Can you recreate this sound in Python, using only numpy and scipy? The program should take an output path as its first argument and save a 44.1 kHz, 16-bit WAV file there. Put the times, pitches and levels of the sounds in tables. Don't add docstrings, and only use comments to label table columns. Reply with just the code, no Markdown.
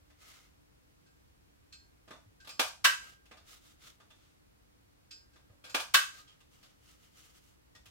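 import sys
import numpy as np
from scipy import signal
from scipy.fft import rfft, irfft
from scipy.io import wavfile

SR = 44100
rng = np.random.default_rng(int(sys.argv[2]) if len(sys.argv) > 2 else 0)


def to_wav(s):
    ch = np.atleast_2d(s).T
    pcm = np.round(np.clip(ch, -1, 1) * 32767)
    wavfile.write(sys.argv[1], SR, pcm.astype(np.int16))


N = 348390
RING_S = np.arange(SR // 2) / SR
RING_HZ = np.maximum(np.fft.rfftfreq(len(RING_S), 1 / SR), 1)


def from_db(db):
    return 10 ** (np.asarray(db) / 20)


def unit_energy(x):
    return x / np.sqrt(np.sum(x ** 2, axis=-1, keepdims=True) + 1e-20)


def at_hz(points, hz):
    points_hz, values = np.array(points).T
    return np.interp(np.log(hz), np.log(points_hz), values)


def add(track, start_s, sound):
    start = round(start_s * SR)
    track[..., start:start + sound.shape[-1]] += sound[..., :N - start]


def body(colour, resonances=(), tilt_db_per_oct=0):
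    level_db = at_hz(colour, RING_HZ) + tilt_db_per_oct * np.log2(np.maximum(RING_HZ, colour[0][0]))
    for hz, width_hz, boost_db in resonances:
        detuning = 2 * (RING_HZ - hz) / width_hz
        level_db += 10 * np.log10(1 + (from_db(boost_db) ** 2 - 1) / (1 + detuning ** 2))
    cepstrum = irfft(np.log(from_db(level_db)))
    causal = 2 * cepstrum[:len(cepstrum) // 2]
    return unit_energy(irfft(np.exp(rfft(causal, len(RING_S)))))


def stereo(mid, side, correlation):
    correlation = np.clip(correlation, -.98, .98)
    common = np.sqrt(1 + correlation) * mid
    opposed = np.sqrt(1 - correlation) * side
    return np.array([common + opposed, common - opposed])


def room(x, build_s=0.0041, early_db=5.0, early_s=0.015, spread_db=3.0):
    # (frequency [Hz], t60 [s])
    decay = [(200, 0.07), (700, 0.31), (1500, 0.3122), (3500, 0.308), (7000, 0.3872), (15000, 0.2546)]
    # (frequency [Hz], left-right correlation [-1..1])
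    correlation = [(150, 0.95), (300, 1), (600, 0.036), (1300, 0.18), (5000, -0.15), (14000, 0.39)]
    # (frequency [Hz], left minus right [dB])
    balance = [(150, -1), (300, -6), (600, -8), (1100, 1.5), (2000, -0.5), (4000, -0.8), (8000, 2.5),
               (15000, 1.5)]
    t, edges_hz = RING_S, np.geomspace(70, 17500, 34)
    swell = (1 - np.exp(-(t / build_s) ** 2)) * (1 + from_db(early_db) * np.exp(-t / early_s))
    echoes = rfft(rng.standard_normal((2, len(t))) * from_db(spread_db * rng.standard_normal(len(t))))
    response = 0
    for low_hz, high_hz in zip(edges_hz, edges_hz[1:]):
        hz = np.sqrt(low_hz * high_hz)
        in_band = irfft(echoes * ((RING_HZ >= low_hz) & (RING_HZ < high_hz)), len(t))
        mid, side = unit_energy(in_band * swell * from_db(-60 * t / at_hz(decay, hz)))
        side = unit_energy(side - mid * np.dot(mid, side))
        band = stereo(mid, side, at_hz(correlation, hz)) * np.sqrt((high_hz - low_hz) / SR)
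        response += band * from_db(at_hz(balance, hz) * np.array([[.5], [-.5]]))
    return signal.oaconvolve(x[None], response, axes=1)[:, :N]


def grains(per_s, spread_db, size):
    present = rng.random(size) < per_s / SR
    sign = rng.choice([-1, 1], size)
    return present * sign * from_db(spread_db * np.clip(rng.standard_normal(size), -2, 2))


def blows(hits, colour, resonances, grains_per_s, spot_db, spot_rel_width):
    out = np.zeros(N)
    for start_s, level_db, tilt_db_per_oct, crackle_db, crackle_s, spot_hz in hits:
        crackle = grains(grains_per_s, spread_db=5, size=len(RING_S)) * np.exp(-RING_S / crackle_s)
        force = from_db(crackle_db) * unit_energy(crackle)
        force[0] += 1
        spot = (spot_hz, spot_rel_width * spot_hz, spot_db)
        shell = body(colour, [*resonances, spot], tilt_db_per_oct)
        add(out, start_s, from_db(level_db) * unit_energy(signal.fftconvolve(force, shell)))
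    return room(out)


def ventilation(rms_db=-65, duct_hz=296, duct_width_hz=12, duct_db=6):
    # (frequency [Hz], relative density [dB])
    colour = [(12, -43.5), (20, -20.5), (64, -3.5), (90, -9), (112, -9), (259, -16), (289, -12.5),
              (416, -20), (452, -16), (581, -20), (1870, -26), (2680, -28), (3350, -30), (4430, -30.5),
              (15500, -39.5)]
    # (frequency [Hz], left-right correlation [-1..1])
    correlation = [(60, 0.88), (130, .1), (290, -0.49), (640, -0.75), (1410, -0.48), (3100, -0.43),
                   (7000, -0.31), (15000, 0.24)]
    hz = np.maximum(np.fft.rfftfreq(N, 1 / SR), 1)
    mid, side = rfft(rng.standard_normal((2, N)))
    peak_db = duct_db / (1 + (2 * (hz - duct_hz) / duct_width_hz) ** 2)
    spectrum = from_db(at_hz(colour, hz) + peak_db) * stereo(mid, side, at_hz(correlation, hz))
    return from_db(rms_db) * np.sqrt(N) * unit_energy(irfft(spectrum, N))


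def shell_knocks(crackle_db=-3.5, soft_drag_s=0.029, hard_drag_s=0.0099, hard_db_per_oct=4):
    # (time [s], level [dB], tilt [dB/oct], struck spot [Hz])
    knocks = [(.098, -35.5, 2.2, 1900), (.276, -30, 7, 1280), (.303, -36.5, 4.5, 2100),
              (2.075, -26, -0.1, 720), (2.104, -17.5, -0.5, 1120), (2.444, -27.5, 3, 3830),
              (3.253, -33.5, 3.5, 2690), (3.309, -22, -0.3, 2250), (3.368, -28, 0.9, 4540),
              (3.998, -30, 0.5, 1200), (4.101, -29, 1.5, 3300), (5.355, -32.5, 0.7, 1000),
              (5.496, -36.5, -4, 550), (6.401, -33.5, 3.5, 3000), (6.626, -28.5, 3, 4500),
              (7.748, -28.5, 2.5, 5300), (7.854, -26.5, 4.5, 2900)]
    # (frequency [Hz], relative density [dB])
    colour = [(100, -15.5), (250, -0.5), (550, 0), (1200, 1), (2000, -2.5), (3300, -4), (6000, -8.5),
              (15000, -26.5)]
    # (frequency [Hz], width [Hz], boost [dB])
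    handle = [(670, 110, 5.5), (1210, 79, 4.5), (1590, 130, 4), (2590, 90, 5), (3525, 130, 7)]
    hits = []
    for start_s, level_db, tilt_db_per_oct, spot_hz in knocks:
        drag_s = np.interp(tilt_db_per_oct, [0, hard_db_per_oct], [soft_drag_s, hard_drag_s])
        hits.append((start_s, level_db, tilt_db_per_oct, crackle_db, drag_s, spot_hz))
    return blows(hits, colour, handle, grains_per_s=800, spot_db=6.5, spot_rel_width=.2)


def sliding_card(split_hz=7000, rub_db=3.5, hiss_db=2.5, drop_db=9.5, snag_db=1.5, snags_per_s=70):
    # (fastest moment [s], swell [s], fade [s], relative level [dB], hiss trim [dB], free strip [Hz])
    tugs = [(.225, 0.031, 0.12, -66, -4, 2070), (0.304, 0.074, 0.16, -64.5, -5, 2110),
            (3.07, 0.069, 0.078, -62, -6.5, 2860), (3.515, 0.048, 0.068, -61.5, -2, 3700),
            (3.68, 0.071, 0.068, -67.5, -2, 3670), (3.86, 0.051, 0.069, -61, -4.5, 3620),
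            (4.22, 0.11, 0.13, -76, -5, 3300), (6.17, 0.046, 0.073, -62, -5, 4150),
            (6.31, 0.053, 0.064, -70.5, -10.5, 3050), (6.545, 0.034, 0.08, -72, -2, 2900),
            (6.645, 0.034, 0.1, -71.5, -7, 3020), (6.9, 0.083, 0.081, -69, -2, 2950),
            (7.055, 0.066, 0.052, -71, -2, 2950), (7.205, 0.069, 0.15, -67, -0.5, 3030),
            (7.365, 0.027, 0.042, -71, -0.5, 3100), (7.47, 0.071, 0.076, -75.5, 2, 2950)]
    # (frequency [Hz], relative density [dB])
    colour = [(200, -3.5), (600, -2), (950, -6), (1300, 2.5), (2000, -2.5), (3200, 1.5), (6000, -4),
              (9000, -11), (15000, -14)]
    # (frequency [Hz], width [Hz], boost [dB])
    slot = [(1260, 84, 6), (2097, 160, 5.4), (2848, 230, 1.5)]
    crossover = [signal.butter(4, split_hz, kind, fs=SR, output="sos") for kind in ("low", "high")]
    out, t = np.zeros((2, N)), np.arange(SR) / SR
    for peak_s, swell_s, fade_s, level_db, trim_db, strip_hz in tugs:
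        start_s = max(peak_s - .5, 0)
        card = body(colour, [*slot, (strip_hz, .12 * strip_hz, 4.5)])
        slips = grains(per_s=5000, spread_db=3, size=(2, SR))
        friction = signal.oaconvolve(slips, card[None], axes=1)[:, :SR]
        rub, hiss = (np.sqrt(SR) * unit_energy(signal.sosfilt(sos, friction)) for sos in crossover)
        off_peak = np.maximum((peak_s - start_s - t) / swell_s, (start_s + t - peak_s) / fade_s)
        snags = np.interp(t * snags_per_s, np.arange(SR), rng.standard_normal(SR))
        envelope = from_db(level_db - drop_db * off_peak ** 2 + snag_db * snags)
        add(out, start_s, envelope * (from_db(rub_db) * rub + from_db(trim_db + hiss_db) * hiss))
    return out


def die_ticks(attack_s=.003, click_db=22.5, direct_db=-1.0, reflected_db=-2.5):
    # (time [s], relative level [dB], leading pitch [Hz], other modes [dB])
    ticks = [(1.061, -66, 1608, -4), (1.723, -48, 4290, -5), (2.4, -55, 1608, -11), (2.489, -45, 5043, 0.5),
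             (2.844, -35, 1608, -13.5), (5.107, -45.5, 4990, -5), (5.331, -65, 1608, -1.5),
             (5.642, -51.5, 1608, -8), (5.694, -48.5, 6830, -1.5), (5.94, -39, 1608, -14.5),
             (6.186, -53.5, 1250, -23), (6.274, -57, 3155, -18), (7.748, -56, 1930, -19)]
    # (frequency [Hz], relative level [dB], t60 [s])
    steel = [(1235, -12.5, 0.21), (1514, -15, 0.12), (1586, -9.5, 0.6), (1890, -12.5, 0.14),
             (2310, -5.5, 0.18), (2590, -2, .18), (3200, -12.5, 0.17), (3740, -7, 0.23), (4280, -2.5, 0.3),
             (4350, -8.5, .18), (4680, -6, .2), (5040, -5, 0.35), (5100, -11.5, .18), (5530, -12.5, .16),
             (5940, -14, .2), (6150, -8, .2), (6830, -8.5, .18), (7535, -4, 0.21), (8690, -8.5, .12)]
    # (frequency [Hz], relative density [dB])
    colour = [(400, -33.5), (1000, -20.5), (1400, -5.5), (2000, -10), (2500, 1), (4500, 3), (7500, -5),
              (9500, -17.5), (15000, -22.5)]
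    hz, mode_db, t60_s = np.array(steel).T[:, :, None]
    rings, clicks, t = np.zeros((2, N)), np.zeros(N), RING_S
    modes = from_db(-60 * t / t60_s) * np.exp(2j * np.pi * hz * t) * (1 - np.exp(-t / attack_s))
    click = body(colour)
    for start_s, level_db, lead_hz, others_db in ticks:
        leads = abs(np.log(hz / lead_hz)) < .07
        lift_db = -np.max(mode_db[leads], initial=-20)
        weight = from_db(mode_db + np.where(leads, lift_db, others_db))
        phase = np.exp(2j * np.pi * rng.random(hz.shape))
        ring = np.sum(weight / np.linalg.norm(weight) * phase * modes, axis=0)
        add(rings, start_s, from_db(level_db) * np.array([ring.real, ring.imag]))
        add(clicks, start_s, from_db(level_db + click_db) * click)
    return from_db(direct_db) * rings + room(clicks + from_db(reflected_db) * rings[0])


def table_thuds(mode_hz=98, t60_s=0.12, attack_s=0.0051):
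    # (time [s], relative level [dB])
    bumps = [(2.260, -55.5), (2.2793, -60), (5.501, -55), (7.864, -57.5)]
    out, t = np.zeros(N), RING_S
    envelope = from_db(-60 * t / t60_s) * (1 - np.exp(-t / attack_s))
    thud = 2 * envelope * np.sin(2 * np.pi * mode_hz * t)
    for start_s, level_db in bumps:
        add(out, start_s, from_db(level_db) * thud)
    return out


def card_cuts():
    # (time [s], level [dB], tilt [dB/oct], crackle [dB], crackle decay [s], struck spot [Hz])
    cracks = [(2.470, -18.5, 1.5, -7, .006, 448), (2.489, -18.5, 2, -4, .01, 1210),
              (2.592, 6.5, 1, -11, 0.016, 850), (2.668, -19.5, 4, -2.5, 0.009, 3550),
              (5.637, -19, 0.9, 6, .035, 3200), (5.693, -24.5, 2.5, -1, .015, 1200),
              (5.743, 3.5, 0.2, -15, 0.025, 2600), (5.796, -7, 2, -6.5, .01, 1600)]
    # (frequency [Hz], relative density [dB])
    colour = [(100, -36.5), (180, -23.5), (260, -8), (350, -9.5), (520, -2), (1000, -2.5), (2000, -5.5),
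              (3300, -3), (5000, -6), (8000, -14.5), (12000, -19), (16000, -24.5)]
    # (frequency [Hz], width [Hz], boost [dB])
    closed_shell = [(275, 50, 2), (590, 62, -2), (790, 77, 3.5), (1180, 57, 8.5), (1620, 110, 6),
                    (2430, 83, 9), (3430, 110, 5)]
    return blows(cracks, colour, closed_shell, grains_per_s=800, spot_db=2.5, spot_rel_width=.3)


def lever_clacks():
    # (time [s], level [dB], tilt [dB/oct], crackle [dB], crackle decay [s], struck spot [Hz])
    clacks = [(2.841, 5.9, 3, -12.5, .003, 4463), (2.845, 11.8, 0.5, -9.5, .01, 2682),
              (2.848, 8.7, -0.5, -14.5, .008, 1682), (5.9375, 5.5, 5.5, -7.5, .003, 3000),
              (5.9405, 13.8, 0.64, -15, .008, 3620)]
    # (frequency [Hz], relative density [dB])
    colour = [(100, -38.5), (260, -24), (450, -17), (800, -14.5), (1100, -3), (2000, -7), (2900, -3.5),
              (4500, -7), (7000, -12), (10000, -19), (16000, -23.5)]
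    # (frequency [Hz], width [Hz], boost [dB])
    open_shell = [(1139, 57, 11), (1496, 60, 8.3), (1585, 50, 12), (1754, 79, 5), (1906, 54, 7.5),
                  (2200, 70, 3), (2640, 91, 5), (2820, 55, 3), (3900, 140, 1.6)]
    return blows(clacks, colour, open_shell, grains_per_s=1000, spot_db=4.0, spot_rel_width=.3)


def scene():
    punch = card_cuts() + lever_clacks() + shell_knocks() + die_ticks()
    return punch + table_thuds() + sliding_card() + ventilation()


def record(dry):
    return signal.sosfilt(signal.ellip(10, .1, 70, 15800, fs=SR, output="sos"), dry)


dry = scene()
out = record(dry)
to_wav(out)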